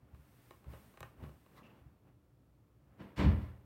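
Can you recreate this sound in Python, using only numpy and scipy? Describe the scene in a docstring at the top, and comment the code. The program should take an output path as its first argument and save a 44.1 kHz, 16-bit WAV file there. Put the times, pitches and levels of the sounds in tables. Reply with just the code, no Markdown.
"""In a small, quiet bedroom a plastic headset is turned over in the hands.
Skin and cloth rub as grainy noise, hand movements hiss, and soft low bumps come from pushed modes.
The shells click and knock as struck resonators, and fingers slide with a thin squeak in narrow resonances.
Near the end, after a soft airy swell of noise, something out of sight, probably a door, knocks lightly and
then shuts with a loud thump: decaying noise and panel tones, a high hiss, and low modes that boom."""
import sys
import numpy as np
from scipy import signal
from scipy.io import wavfile

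SR = 44100
rng = np.random.default_rng(int(sys.argv[2]) if len(sys.argv) > 2 else 0)


def persist_wave(psi):
    """Save psi, clipped to +-1, as 16-bit WAV."""
    counts = np.round(np.clip(psi, -1, 1) * 32767).astype(np.int16)
    wavfile.write(sys.argv[1], SR, np.atleast_2d(counts).T)


N = 160965
TIME = np.arange(N) / SR


def from_db(db):
    """Logarithmic level: 20 dB is a factor of ten in amplitude."""
    return 10 ** (np.asarray(db) / 20)


def rms_one(x):
    """Normalisation: divide by the root mean square to get unit power."""
    return x / np.sqrt(np.mean(x ** 2) + 1e-20)


def level(curve):
    """Envelope: gain over time, linear in dB between (t/s, level/dB) points."""
    return from_db(np.interp(TIME, *np.transpose(curve)))


def at_hz(points, hz):
    """Logarithmic pitch scale: read a (f/Hz, value) table on a log-frequency axis."""
    f, value = np.transpose(points)
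    return np.interp(np.log(hz), np.log(f), value)


def filtered(x, hz, kind, order=2):
    """Linear filtering: a Butterworth response, maximally flat in the passband."""
    edges = np.clip(hz, 10, .45 * SR)
    return signal.sosfilt(signal.butter(order, edges, kind, fs=SR, output="sos"), x + 1e-18)


def white_noise(count=N):
    """White noise: equal power at every frequency."""
    return rng.standard_normal(count)


def band_around(hz, width):
    """Bandwidth: the edges of a band centred on hz."""
    return [hz - width / 2, hz + width / 2]


def flicker(rate):
    """Random modulation: low-passed noise of spread 1, varying no faster than about rate in Hz."""
    return rms_one(filtered(white_noise(), rate, "low"))


def noise_bands(colour):
    """Third-octave analysis: bands of noise whose powers sum to 1, as [(Hz, band)]."""
    edges = 28 * 2 ** (np.arange(29) / 3)
    centres = np.sqrt(edges[1:] * edges[:-1])
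    sources = [white_noise(), white_noise()]  # neighbouring bands take different noise
    bands = []
    for k, hz in enumerate(centres):
        band = filtered(sources[k % 2], edges[k:k + 2], "band", order=3)
        bands.append(from_db(at_hz(colour, hz)) * band)
    total = np.sqrt(sum(np.var(band) for band in bands))
    return [(hz, band / total) for hz, band in zip(centres, bands)]


def noise(colour):
    """Superposition: the bands add up to coloured noise of about unit power."""
    return sum(band for hz, band in noise_bands(colour))


def tone(hz, db):
    """Pure tone: a steady sine of random phase, with db as its rms level."""
    return np.sqrt(2) * from_db(db) * np.sin(2 * np.pi * (hz * TIME + rng.random()))


def ring(force, hz, t60):
    """Damped resonance: a unit impulse starts a decaying sine of initial height 1."""
    radius = from_db(-60 / (t60 * SR))
    angle = 2 * np.pi * hz / SR
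    return signal.lfilter([0, np.sin(angle)], [1, -2 * radius * np.cos(angle), radius ** 2], force + 1e-18)


def impulses(times, gains):
    """Impulsive excitation: one single-sample click at each time."""
    return np.bincount((times * SR).astype(int), gains, N)[:N]


def burst(hz, kind, db, t60):
    """Exponential decay: a short filtered noise; db is its starting level before the filter."""
    t = TIME[:SR // 10]
    return filtered(white_noise(len(t)), hz, kind) * from_db(db - 60 * t / t60)


def pushed(blows, modes):
    """Contact-time law: half-sine pushes excite a set of modes; a longer contact sounds duller."""
    force = 0
    for s, db, contact in blows:
        push = np.sin(np.pi * np.clip((TIME - s) / contact, 0, 1))
        force = force + from_db(db) * push / push.sum()
    # neighbouring modes move in opposite phase
    return sum(from_db(db) * ring(force, hz, t60) * (-1) ** k for k, (hz, db, t60) in enumerate(modes))


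# noise spectrum of the still room: (f/Hz, relative level/dB per Hz)
FLOOR_COLOUR = [(30, -25.5), (55, -2.5), (140, 1), (190, -16), (290, -9.5), (400, -17), (600, -21),
                (800, -30), (1150, -26.5), (1600, -36.5), (3000, -38.5), (6000, -43), (11000, -44),
                (13000, -42.5), (15500, -40.5)]
# mains hum: (f/Hz, level/dB)
HUM_TONES = [(59.2, -76.5), (118.4, -75.5), (290.7, -81.5)]
FLOOR_DB = -67.5


def still_room():
    """Background noise: a steady broadband floor of low rumble and faint hiss, plus tones of mains hum."""
    hum = sum(tone(hz, db) for hz, db in HUM_TONES)
    return from_db(FLOOR_DB) * noise(FLOOR_COLOUR) + hum


# fingers and sleeves rubbing on the plastic, then a soft airy swell before the door knocks: (t/s, level/dB)
RUB_AND_SWELL_LEVEL = [(0, -73), (.13, -69), (.46, -74), (.6, -78), (.66, -63), (.74, -58), (.82, -66),
                       (.95, -71), (1.06, -70), (1.16, -68), (1.24, -53.5), (1.33, -68.5), (1.42, -75),
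                       (1.53, -68), (1.58, -63.5), (1.68, -61), (1.82, -68), (2.02, -77), (2.08, -66.5),
                       (2.16, -79), (2.78, -78.5), (2.95, -68.5), (3.65, -71)]
# spectrum of the rubbing and the swell: (f/Hz, relative level/dB per Hz)
RUB_AND_SWELL_COLOUR = [(60, -21), (200, 12.5), (350, 4), (550, 1.5), (1150, -3.5), (1600, -8.5),
                        (2800, -16), (4000, -26), (7000, -36), (15000, -25.5)]
# high hiss of the hand movements, and from about 3 s of the door's knock and slam: (t/s, level/dB)
HISS_LEVEL = [(0, -105), (.1, -88), (.16, -78), (.27, -75), (.49, -71), (.56, -72.5), (.65, -80),
              (.72, -67.5), (.89, -71), (.98, -74), (1.05, -69), (1.16, -83), (1.26, -72.5), (1.37, -76.5),
              (1.52, -76), (1.58, -71.5), (1.65, -94), (1.8, -84.5), (2.2, -104), (2.93, -100), (3.02, -76),
              (3.155, -85), (3.18, -65.5), (3.45, -74.5), (3.62, -86)]
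# spectrum of the hiss: (f/Hz, relative level/dB per Hz)
HISS_COLOUR = [(2000, 8.5), (4000, 1), (7200, -3.5), (9400, -2), (12000, 2), (15500, 2)]
GRAIN_DB, GRAIN_RATE_HZ = 0.5, 81  # spread and speed of the grain
HISS_PEAK_HZ, HISS_PEAK_WIDTH_HZ, HISS_PEAK_DB = 8340, 440, -16.5  # level relative to the hiss


def rub_swell_and_hiss():
    """Modulated noise: grainy for rubbing and the airy swell, smooth and high for hand and door hiss."""
    grain = rms_one(from_db(GRAIN_DB * flicker(GRAIN_RATE_HZ)))
    peak = rms_one(filtered(white_noise(), band_around(HISS_PEAK_HZ, HISS_PEAK_WIDTH_HZ), "band"))
    rub_and_swell = grain * noise(RUB_AND_SWELL_COLOUR)
    hiss = noise(HISS_COLOUR) + from_db(HISS_PEAK_DB) * peak
    return level(RUB_AND_SWELL_LEVEL) * rub_and_swell + level(HISS_LEVEL) * hiss


# soft pushes of hands and body: (t/s, impulse level/dB, contact time/s)
BUMPS = [(0.014, -63, 0.0065), (0.124, -50, .008), (0.183, -61, 0.0036), (0.654, -54, 0.0056),
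         (0.667, -45, 0.0086), (0.688, -58, 0.0025), (0.738, -56, 0.0057), (1.004, -56, 0.0035),
         (1.03, -61, 0.00078), (1.176, -52, 0.0097), (1.213, -47.5, 0.0063), (1.226, -51, 0.00071),
         (1.238, -53.5, 0.0012), (1.266, -58, 0.0026), (1.806, -60, 0.0078), (1.852, -59, 0.0034)]
# low modes that the bumps ring: (f/Hz, relative level/dB, t60/s)
BODY_MODES = [(69.1, 4.5, .24), (117.3, 5, 0.25), (149.3, 5, 0.25), (268, 2, 0.097), (370, -5, 0.076)]


def soft_bumps():
    """Modal excitation: soft pushes of hands and body ring a few low modes."""
    return pushed(BUMPS, BODY_MODES)


# plastic contacts: (t/s, level/dB, tick level re contact/dB, tilt about 1 kHz/dB per octave)
CLICKS = [(0.147, -54.5, -15, -1.5), (0.508, -42.5, -9, -5.5), (0.509, -50, -13, 2), (0.52, -58, -25, 2),
          (0.643, -54, -16, 1.5), (0.735, -46.5, -13, -4), (0.748, -52.5, -10, -3), (0.94, -53.5, -14, -2),
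          (0.9734, -44, -22, 1), (1.0055, -39.5, 1.5, 0.5), (1.0291, -35.5, -13, 1.5),
          (1.035, -48, -16, 2.5), (1.053, -57, -16, -6), (1.228, -52, -26, -7), (1.238, -45.5, -24, -7),
          (1.246, -59, -18, -1), (1.292, -51.5, -12, -7), (1.462, -53.5, -20, -5.5)]
# modes of the shell: (f/Hz, relative level/dB, t60/s)
SHELL_MODES = [(362, -16, 0.051), (545, -9.5, 0.029), (628, -16.5, .05), (820, -11, 0.022),
               (1066, -7.5, 0.029), (1207, -8.5, 0.02), (1550, -12.5, 0.012), (1840, -14, 0.031),
               (2172, -12.5, 0.017), (2900, -13, 0.0076), (4140, -24.5, 0.0094), (6000, -27, 0.017),
               (8450, -31, 0.017)]
TICK_DB, TICK_T60_S, TICK_LOW_HZ = -9.5, .011, 2970
CRACK_DB, CRACK_T60_S, CRACK_BAND_HZ = -2, .025, (460, 2530)  # dense small modes of the shell


def plastic_clicks():
    """Modal synthesis: each contact strikes every shell mode, with a sharp tick and a noisy crack."""
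    s, db, tick_db, tilt = np.transpose(CLICKS)
    spread_db = 1.8 * rng.standard_normal((len(s), len(SHELL_MODES)))  # every contact balances the modes anew
    shell = 0
    for k, (hz, mode_db, t60) in enumerate(SHELL_MODES):
        blow_db = db + mode_db + tilt * np.log2(hz / 1000) + spread_db[:, k]
        shell = shell + ring(impulses(s, from_db(blow_db)), hz, t60) * (-1) ** k
    tick_burst = burst(TICK_LOW_HZ, "high", TICK_DB, TICK_T60_S)
    crack_burst = burst(CRACK_BAND_HZ, "band", CRACK_DB, CRACK_T60_S)
    tick = signal.fftconvolve(impulses(s, from_db(db + tick_db)), tick_burst)
    crack = signal.fftconvolve(impulses(s, from_db(db)), crack_burst)
    return shell + (tick + crack)[:N]


ROOM_T60_S, ROOM_DB, ROOM_DULL_HZ, ROOM_GAP_S = 0.28, -13.5, 3000, 0.0053


def bedroom(x):
    """Reverberation: add a short, dull, diffuse tail that decays exponentially after a brief gap."""
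    t = TIME[:SR // 2]
    dull_noise = filtered(white_noise(len(t)), ROOM_DULL_HZ, "low")
    tail = dull_noise * from_db(-60 * t / ROOM_T60_S) * (t > ROOM_GAP_S)
    return x + from_db(ROOM_DB) * signal.fftconvolve(x, tail / np.linalg.norm(tail))[:N]


# thin squeaks of sliding fingers: (start t/s, length/s, level/dB, resonance f/Hz, width/Hz)
SLIDES = [(1.562, 0.065, -63.5, 1130, 111), (1.563, 0.035, -74, 3900, 590), (1.56, 0.039, -67, 1970, 200),
          (1.626, 0.061, -67.5, 2660, 169), (1.684, 0.049, -74.5, 2720, 200), (1.72, 0.11, -81, 2830, 393)]


def finger_slides():
    """Resonant friction: noise in one narrow band swells and fades with each stroke."""
    out = 0
    for s, length, db, hz, width in SLIDES:
        stroke = np.sqrt(np.abs(np.sin(np.pi * np.clip((TIME - s) / length, 0, 1))))
        squeak = rms_one(filtered(white_noise(), band_around(hz, width), "band", order=1))
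        out = out + from_db(db) * stroke * squeak
    return out


# clatters of the door: (t/s, level/dB, rise/s, hold/s, tilt about 1 kHz/dB per octave)
CLATTERS = [(2.979, -54, 0.027, 0.013, -1), (3.159, -49.5, 0.019, 0.0085, 5), (3.177, -37, .02, 0.036, -2),
            (3.406, -70, 0.01, 0.016, 3.5)]
# spectrum of the clatter noise before the tilt: (f/Hz, relative level/dB per Hz)
CLATTER_COLOUR = [(35, 2), (60, 0), (130, 11), (220, 9.5), (320, 6), (430, -0.5), (560, 2), (760, -4),
                  (1020, -2), (1350, -5), (1900, -5), (3000, -11.5), (4000, -18), (5200, -23.5),
                  (7200, -35), (8400, -31.5), (10000, -48), (15000, -50)]
# decay time of the clatter: (f/Hz, t60/s)
CLATTER_T60 = [(60, 0.41), (300, 0.59), (1000, 0.62), (2500, 0.51), (5000, 0.42), (10000, 0.16)]
# panel tones inside the clatter: (f/Hz, level re clatter noise before the tilt/dB)
PANEL_TONES = [(194, -5.5), (291, -7.5), (378, -16), (426, -25), (483, -22), (534, -17), (648, -20),
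               (898, -24), (1023, -17.5), (1608, -36), (1760, -27), (1975, -22), (2592, -32), (2905, -24.5)]
CLATTER_GRAIN_DB, CLATTER_GRAIN_RATE_HZ = 1, 100


def door_clatter():
    """Frequency-dependent damping: diffuse noise and panel tones rise, hold and die band by band."""
    tones = [(hz, tone(hz, db)) for hz, db in PANEL_TONES]
    parts = noise_bands(CLATTER_COLOUR) + tones
    clatter = np.zeros(N)
    for s, db, rise, hold, tilt in CLATTERS:
        start = int(s * SR)
        age = TIME[:N - start]
        onset = np.clip(age / rise, 0, 1)
        for hz, part in parts:
            fall_db = 60 * np.maximum(age - rise - hold, 0) / at_hz(CLATTER_T60, hz)
            gain = from_db(db + tilt * np.log2(hz / 1000) - fall_db)
            clatter[start:] += part[start:] * onset * gain
    return clatter * from_db(CLATTER_GRAIN_DB * flicker(CLATTER_GRAIN_RATE_HZ))


# shocks that the door gives the wall: (t/s, impulse level/dB, contact time/s)
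SHOCKS = [(3.0, -63.5, 0.0016), (3.035, -78, 0.0037), (3.173, -38, 0.0046), (3.19, -28.5, 0.0051),
          (3.226, -36.5, .003), (3.243, -25, 0.0044), (3.2595, -21, 0.0026)]
# low modes of wall and room, and a heavily damped 110 Hz mode for the dull push itself: (f/Hz, relative
# level/dB, t60/s)
BOOM_MODES = [(59.4, -9, 0.48), (78.8, -0.5, 0.52), (93, -1, 0.51), (110, 8.5, 0.037), (117.3, -15, 0.76),
              (147.1, -5, 0.3), (195.4, -6, 0.33), (216.8, -6.5, 0.41), (300, -6.5, 0.14)]


def door_boom():
    """Room modes: the door's shocks ring the low resonances of wall and room, plus a short, heavily damped low
    thud of the push."""
    return pushed(SHOCKS, BOOM_MODES)


def scene():
    """Superposition: all sources add at one microphone; the clicks alone pass through the room tail."""
    handling = bedroom(plastic_clicks()) + soft_bumps()
    noises = rub_swell_and_hiss() + finger_slides()
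    door = door_clatter() + door_boom()
    return (handling + noises + door + still_room())[None]


LOW_CUT_HZ, CUTOFF_HZ = 38.6, 15900


def record(dry):
    """Band limiting: a small microphone loses the deep bass, and the top is cut steeply."""
    without_bass = filtered(dry, LOW_CUT_HZ, "high", order=4)
    top_cut = signal.ellip(10, .1, 70, CUTOFF_HZ, fs=SR, output="sos")
    return signal.sosfilt(top_cut, without_bass)


dry = scene()
out = record(dry)
persist_wave(out)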